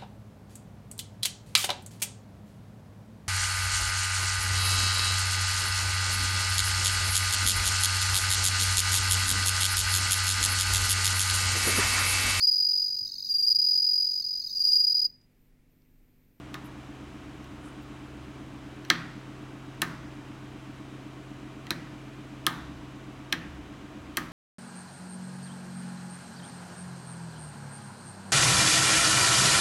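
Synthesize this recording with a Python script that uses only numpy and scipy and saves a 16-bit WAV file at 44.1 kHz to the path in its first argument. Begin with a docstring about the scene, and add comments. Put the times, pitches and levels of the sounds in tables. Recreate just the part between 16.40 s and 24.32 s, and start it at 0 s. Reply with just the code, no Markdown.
"""A heated sheet-metal cage hums in a room: its motor throbs over faint air and a wavering rumble.
First comes one knock on the timer dial; then fingers brush and tick on the plastic of the control box.
From 2.5 s a thumb snaps a lit rocker switch back and forth six times. Each snap is three contacts
within milliseconds; the metal panel rings after it, the cabinet booms softly and the room answers.
Near 7 s, under the last snaps, the motor's main tone drops a little."""
import sys
import numpy as np
from scipy import signal
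from scipy.fft import next_fast_len
from scipy.io import wavfile
from scipy.ndimage import uniform_filter1d

SR = 44100
rng = np.random.default_rng(int(sys.argv[2]) if len(sys.argv) > 2 else 0)


def to_wav(sig):
    """Store sig (one row per channel, or 1-D mono) as 16-bit WAV at the path in sys.argv[1].

    Samples outside -1..1 are clipped; the rate is SR.
    """
    pcm = np.clip(np.atleast_2d(sig), -1, 1) * 32767
    pcm = np.round(pcm).astype(np.int16)
    wavfile.write(sys.argv[1], SR, pcm.T)  # frames by channels


N = 349257
TIME = np.arange(N) / SR
SPAN = SR   # samples that one snap takes to die away
AGE = np.arange(SPAN) / SR


def from_db(db):
    """Decibels to gain."""
    return 10 ** (np.asarray(db) / 20)


def unit_rms(x):
    """Scale to unit rms."""
    return x / np.sqrt(np.mean(x ** 2) + 1e-20)


def at_hz(table, hz):
    """Read every column of a table at one frequency."""
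    freqs, *columns = np.transpose(table)
    return [np.interp(np.log(hz), np.log(freqs), column) for column in columns]


def fade(t60):
    """Exponential decay, 60 dB down after t60 seconds."""
    return np.exp(-np.log(1000) * AGE / t60)


def mode(hz, t60):
    """One damped vibration."""
    return np.sin(2 * np.pi * hz * AGE) * fade(t60)


def band(x, low_hz, high_hz):
    """Band-pass."""
    sos = signal.butter(2, [low_hz, min(high_hz, .47 * SR)], "band", fs=SR, output="sos")
    return signal.sosfilt(sos, x)


def noise_bands(size):
    """Third-octave bands of noise as (centre [Hz], samples); neighbours are unrelated."""
    edges = 25 * 2 ** (np.arange(30) / 3)
    white = rng.standard_normal((2, size + SPAN))
    return [(np.sqrt(low * high), band(white[k % 2], low, high)[SPAN:])
            for k, (low, high) in enumerate(zip(edges, edges[1:]))]


def shuffled(bands):
    """The same bands of noise, each shifted at random in time."""
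    return [(hz, np.roll(noise, rng.integers(SPAN))) for hz, noise in bands]


def coloured(spectrum, size):
    """Noise of unit rms with a given spectrum."""
    return unit_rms(sum(from_db(at_hz(spectrum, hz)[0]) * noise for hz, noise in noise_bands(size)))


def add(track, s, sound):
    """Mix a sound into a track at s seconds."""
    start = max(round(s * SR), 0)
    track[start:start + len(sound)] += sound[:N - start]


# level ride of the motor's main tone: (time [s], level [dB])
DRONE_RIDE = [(0.0, -49.5), (1.2, -50.5), (2.6, -47.5), (6.83, -48), (6.95, -52), (7.92, -53)]
# its weaker, steady tones: (frequency [Hz], level [dB])
HUM_TONES = [(43.5, -58.5), (87.5, -67.5), (95.3, -64.5), (111.5, -66), (324.8, -61), (341.0, -64.5),
             (357.3, -72.5), (376.8, -72), (384.7, -65.5), (392.1, -76), (419.4, -70.5), (522.3, -70.5),
             (566.4, -71), (638.1, -71), (643.6, -70.5), (653.6, -66), (725.6, -69), (747.3, -68),
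             (873.6, -72.5), (952.2, -70), (1088.9, -67.5), (2350, -71)]
# tones that throb as the rotor turns: (centre [Hz], five levels [dB] from low to high:
# two lower sidebands, the centre, two upper sidebands)
THROB_TONES = [(210.4, -64, -63.5, -61, -58, -76), (269.8, -69, -69, -56, -66.5, -77),
               (297.4, -73, -59.5, -50.5, -65, -58)]


def motor(drone_hz=130.8, drone_trim_db=-.5, rotor_hz=7.925, wander=.0004, scatter_rad=.45):
    """Hum on one wandering speed; sidebands fall roughly into step once a turn, making it flutter."""
    speed = 1 + wander * unit_rms(signal.resample(rng.standard_normal(size=16), N))
    phase_per_hz = 2 * np.pi * np.cumsum(speed) / SR
    hum = sum(from_db(db) * np.sin(hz * phase_per_hz + 2 * np.pi * rng.random())
              for hz, db in HUM_TONES)
    for hz, *levels in THROB_TONES:
        phases = 2 * np.pi * rng.random() + rng.normal(0, scatter_rad, len(levels))
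        for k, db in enumerate(levels):
            hum += from_db(db) * np.sin((hz + (k - 2) * rotor_hz) * phase_per_hz + phases[k])
    drone_db = np.interp(TIME, *np.transpose(DRONE_RIDE)) + drone_trim_db
    drone = from_db(drone_db) * np.sin(drone_hz * phase_per_hz)
    return np.sqrt(2) * (hum + drone)


# EQ curve of the air bed: (frequency [Hz], gain [dB])
AIR_EQ = [(30, -16), (45, 0.5), (100, 6), (150, 6.5), (210, 7.5), (330, 9), (480, -1), (800, -1.5),
          (1200, 0.5), (2100, -6.5), (2700, -5.5), (4600, -16.5), (7000, -19), (14500, -34.5)]


def air(level_db=-48.5):
    """Moving air lays a faint, dark rush under everything."""
    return from_db(level_db) * coloured(AIR_EQ, N)


# level ride of the rumble, stronger at first, then a murmur under the hum: (time [s], level [dB])
RUMBLE_RIDE = [(0.0, -53), (2.2, -55), (2.55, -65), (5.9, -61), (7.92, -58)]
# swells on top of that ride: (peak time [s], level [dB])
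RUMBLE_SWELLS = [(1.78, -51), (3.62, -53), (6.26, -46.5), (7.14, -45.5), (7.64, -53)]


def rumble(hz=67, half_width_hz=6, waver=.5, rise_s=.1, fall_s=.15, trim_db=-1):
    """A narrow band of bass wavers, now and then swelling quickly and sinking more slowly."""
    bass = band(rng.standard_normal(N + SPAN), hz - half_width_hz, hz + half_width_hz)
    analytic = signal.hilbert(bass, next_fast_len(N + SPAN))[SPAN:SPAN + N]
    carrier = unit_rms(np.cos(np.angle(analytic)))
    wobble = unit_rms(np.abs(analytic) ** waver)
    bed = from_db(np.interp(TIME, *np.transpose(RUMBLE_RIDE))) * wobble
    swells = sum(from_db(db) * np.exp(-((TIME - s) / np.where(TIME < s, rise_s, fall_s)) ** 2)
                 for s, db in RUMBLE_SWELLS)
    return from_db(trim_db) * np.hypot(bed, swells) * carrier


def favour(hz, centre_hz, octaves, depth_db):
    """Bell curve: the spot that is pressed excites modes near one pitch most."""
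    bell = np.exp(-(np.log2(hz / centre_hz) / octaves) ** 2)
    return from_db(depth_db * (bell - 1))


def press_eq(hz, pitch_hz, octaves, focus_db, treble_db, shelf_hz=7000):
    """Each press favours one pitch of the rocker and has its own brighter or duller top."""
    shelf = from_db(treble_db / (1 + (shelf_hz / hz) ** 4))
    return favour(hz, pitch_hz, octaves, focus_db) * shelf


# modes of the plastic rocker and its housing: (frequency [Hz], level [dB], t60 [s])
ROCKER_MODES = [(1710, -5.5, 0.0083), (2090, -4.5, 0.0083), (2550, -3, 0.0054), (3208, -6.5, 0.014),
                (4190, -3, 0.0093), (4450, -14, 0.012), (5770, -5, 0.0093), (8000, -22, 0.0093),
                (9400, -16, 0.0051), (11760, -9, 0.011), (14900, -11, .004)]


def rocker(tone):
    """Body of the click: the plastic rings briefly, slightly detuned at each contact."""
    detune = rng.normal(1, .012, len(ROCKER_MODES))
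    return sum((-1) ** k * from_db(db) * press_eq(hz, *tone) * mode(hz * detune[k], t60)
               for k, (hz, db, t60) in enumerate(ROCKER_MODES))


# EQ curve of the metal contact's crack: (frequency [Hz], gain [dB])
CRACK_EQ = [(300, 0), (700, -1), (2000, 14), (3200, 9.5), (4500, 11), (5800, 9), (7300, -8), (9500, 13),
            (12000, -4), (16000, -6)]


def contact_grit(bands, tone, trim_db=-6):
    """Bright noise from which the crack of the metal contact is cut."""
    return sum(from_db(at_hz(CRACK_EQ, hz)[0] + trim_db) * press_eq(hz, *tone) * noise
               for hz, noise in bands)


def cage_echo(clicks, level_db=-42, t60=.22, low_hz=1300, high_hz=6500):
    """The metal walls throw a click back and forth, keeping its ring."""
    response = band(rng.standard_normal(SPAN), low_hz, high_hz) * fade(t60)
    return from_db(level_db) * signal.fftconvolve(clicks, response)[:N]


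# modes of the sheet-metal panel around the switch: (frequency [Hz], level [dB], t60 [s])
PANEL_MODES = [(717, -35, 0.2), (950, -45, 0.046), (1109, -18, 0.092), (1230, -17.5, 0.19),
               (1291, -18.5, 0.13), (1395, -25, 0.077), (1440, -28, 0.038), (1615, -13, 0.1),
               (1710, -21.5, 0.13), (1788, -18.5, 0.27), (1910, -21, 0.04), (2030, -33, .14),
               (2150, -25.5, 0.23)]


def panel(pitch_hz, trim_db=-4, attack_s=.0031, leak_db=8, leak_t60=.061):
    """Bending waves spread over the sheet; at first they ring louder, then leak into the frame."""
    ring = 0
    for hz, db, t60 in PANEL_MODES:
        gain = from_db(db + trim_db) * favour(hz, pitch_hz, octaves=.53, depth_db=8.5)
        ring += gain * np.sin(2 * np.pi * (hz * AGE + rng.random())) * fade(t60)
    attack = 1 - np.exp(-(AGE / attack_s) ** 2)
    return ring * attack * (1 + from_db(leak_db) * fade(leak_t60))


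def panel_echo(bands, pitch_hz, level_db=-12, t60=.66, attack_s=.02):
    """The wide sheet radiates all round, so its pitch lingers in the room."""
    wash = sum(favour(hz, pitch_hz, octaves=.91, depth_db=26) * noise
               for hz, noise in bands if 500 < hz < 3000)
    return from_db(level_db) * wash * fade(t60) * (1 - np.exp(-AGE / attack_s))


# low modes of the cabinet: (frequency [Hz], level [dB], t60 [s], attack [s])
CABINET_MODES = [(154, -41, .65, .03), (168, -37, .65, .025), (241, -40, .42, .006), (256, -40, .3, .006),
                 (329, -32, .17, .004), (350, -40, .22, .004)]


def cabinet():
    """Soft boom: the big walls and the air between them take a few cycles to get going."""
    return sum(from_db(db) * mode(hz * rng.normal(1, .0077), t60) * (1 - np.exp(-AGE / attack_s))
               for hz, db, t60, attack_s in CABINET_MODES)


# the room's reverb on a click: (frequency [Hz], early reflections [dB], tail [dB], tail t60 [s])
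ROOM_REVERB = [(150, -8, -10, 1), (446, -11, -6, 0.6), (734, 8, -6.5, 0.34), (1180, 0, -7.5, 0.67),
               (1900, 17.5, -4, 0.83), (2480, -10, -15, 0.44), (4030, -5, -18, 0.86), (5800, -4, -22, 1),
               (7200, -9, -25.5, 0.67), (15000, -17, -26, 0.29)]


def room(bands, tone, early_t60=.059, attack_s=.0024):
    """Dense early reflections off the cage, then the room's tail, shortest at the very top."""
    reverb, early = 0, fade(early_t60)
    for hz, noise in shuffled(bands):
        early_db, tail_db, t60 = at_hz(ROOM_REVERB, hz)
        envelope = from_db(early_db) * early + from_db(tail_db) * fade(t60)
        reverb += noise * press_eq(hz, *tone) * envelope
    return reverb * (1 - np.exp(-(AGE / attack_s) ** 2))


# cue list, one knock on the timer dial and then six snaps of the rocker:
# (time [s], level [dB], pre-click lead [s], pre-click gain [dB], favoured pitch [Hz], width [octaves],
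# focus [dB], treble [dB], panel send [dB], panel pitch [Hz], boom level [dB], room send [dB])
SNAP_CUES = [(0.1429, -25.5, .0011, -5, 3400, 0.24, 6, -5, 5, 1000, -8.5, 2),
             (2.5018, -2.5, 0.0015, -17, 3170, 0.83, 9.5, -4.5, -6.5, 1490, 3.5, -4.5),
             (3.4198, -14, .0018, -2, 2150, 0.15, 1.5, -1.5, 0, 1250, 2, -.5),
             (5.3070, -19, 0.00077, 5, 4430, 0.35, 3, -3.5, -2.5, 1780, 0.5, 1.5),
             (6.0669, -8, 0.001138, 3, 3360, 0.27, 12.5, 6.5, -1, 1160, 1.5, 1.5),
             (6.927, -10.5, 0.0019, -6, 2890, 0.4, 6, -4.5, -6.5, 1790, 0, -4),
             (7.772, -20, 0.0015, 3.5, 2800, 0.7, 2.5, 4.5, 6, 1280, -1.5, 3.5)]


def snaps(bands, crack_t60=.0055, bounce_s=.0008, bounce_db=-10, room_trim_db=-9):
    """The spring tips over, the rocker hits its stop and bounces once; panel, cabinet and room answer."""
    clicks, rings = np.zeros(N), np.zeros(N)
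    for s, db, lead_s, lead_db, *tone, panel_db, panel_hz, boom_db, room_db in SNAP_CUES:
        grit = contact_grit(bands, tone)
        for delay_s, contact_db in ((-lead_s, lead_db), (0, 0), (bounce_s, bounce_db)):
            crack = np.roll(grit, rng.integers(SPAN)) * fade(crack_t60)
            add(clicks, s + delay_s, from_db(db + contact_db) * (rocker(tone) + crack))
        sheet = panel(panel_hz) + panel_echo(shuffled(bands), panel_hz)
        add(rings, s, from_db(db + panel_db) * sheet)
        add(rings, s, from_db(boom_db) * cabinet())
        add(rings, s, from_db(db + room_db + room_trim_db) * room(bands, tone))
    return clicks + cage_echo(clicks) + rings


# cue list of skin brushing the plastic: (peak time [s], half length [s], level [dB], centre [Hz])
BRUSH_CUES = [(0.260, 0.015, -59, 11300), (1.262, .04, -63.5, 8700), (1.266, .05, -55, 1300),
              (1.43, .012, -70, 14000), (2.4855, .002, -57, 12500)]


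def brushes(edge_ratio=1.18, grip_db=3, grip_s=.004):
    """Skin sliding on plastic hisses briefly, catching and slipping as it goes."""
    grip = unit_rms(uniform_filter1d(rng.standard_normal(N), round(grip_s * SR)))
    rub = rng.standard_normal(N) * from_db(grip_db * grip)
    track = np.zeros(N)
    for s, half_s, db, hz in BRUSH_CUES:
        envelope = from_db(db) * np.exp(-((TIME - s) / half_s) ** 2)
        track += envelope * unit_rms(band(rub, hz / edge_ratio, hz * edge_ratio))
    return track


# cue list of light finger touches: (time [s], level [dB], favoured pitch [Hz], treble [dB])
TOUCH_CUES = [(1.0430, -46, 6000, 2), (2.45, -33, 6000, -13), (5.2683, -31.5, 2800, -21)]


def touches(bands, octaves=.61, focus_db=4, rub_db=-10, rub_t60=.003, room_db=-11):
    """A fingertip takes up the slack of the plastic with a tiny tick."""
    track = np.zeros(N)
    rub = from_db(rub_db) * coloured(CRACK_EQ, SPAN) * fade(rub_t60)
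    for s, db, pitch_hz, treble_db in TOUCH_CUES:
        tone = pitch_hz, octaves, focus_db, treble_db
        tick = rocker(tone) + rub + from_db(room_db) * room(bands, tone)
        add(track, s, from_db(db) * tick)
    return track


def scene():
    """Mono mix: close clicks and finger noise over a bed of hum, rumble and air."""
    bands = noise_bands(SPAN)
    foreground = snaps(bands) + touches(bands) + brushes()
    bed = motor() + rumble() + air()
    return (foreground + bed)[None]


def record(dry, low_cut_hz=32, high_cut_hz=16300):
    """The microphone drops the deepest bass; the top is cut steeply."""
    low_cut = signal.butter(2, low_cut_hz, "high", fs=SR, output="sos")
    high_cut = signal.ellip(10, .2, 80, high_cut_hz, fs=SR, output="sos")
    return signal.sosfilt(high_cut, signal.sosfilt(low_cut, dry))


dry = scene()
out = record(dry)
to_wav(out)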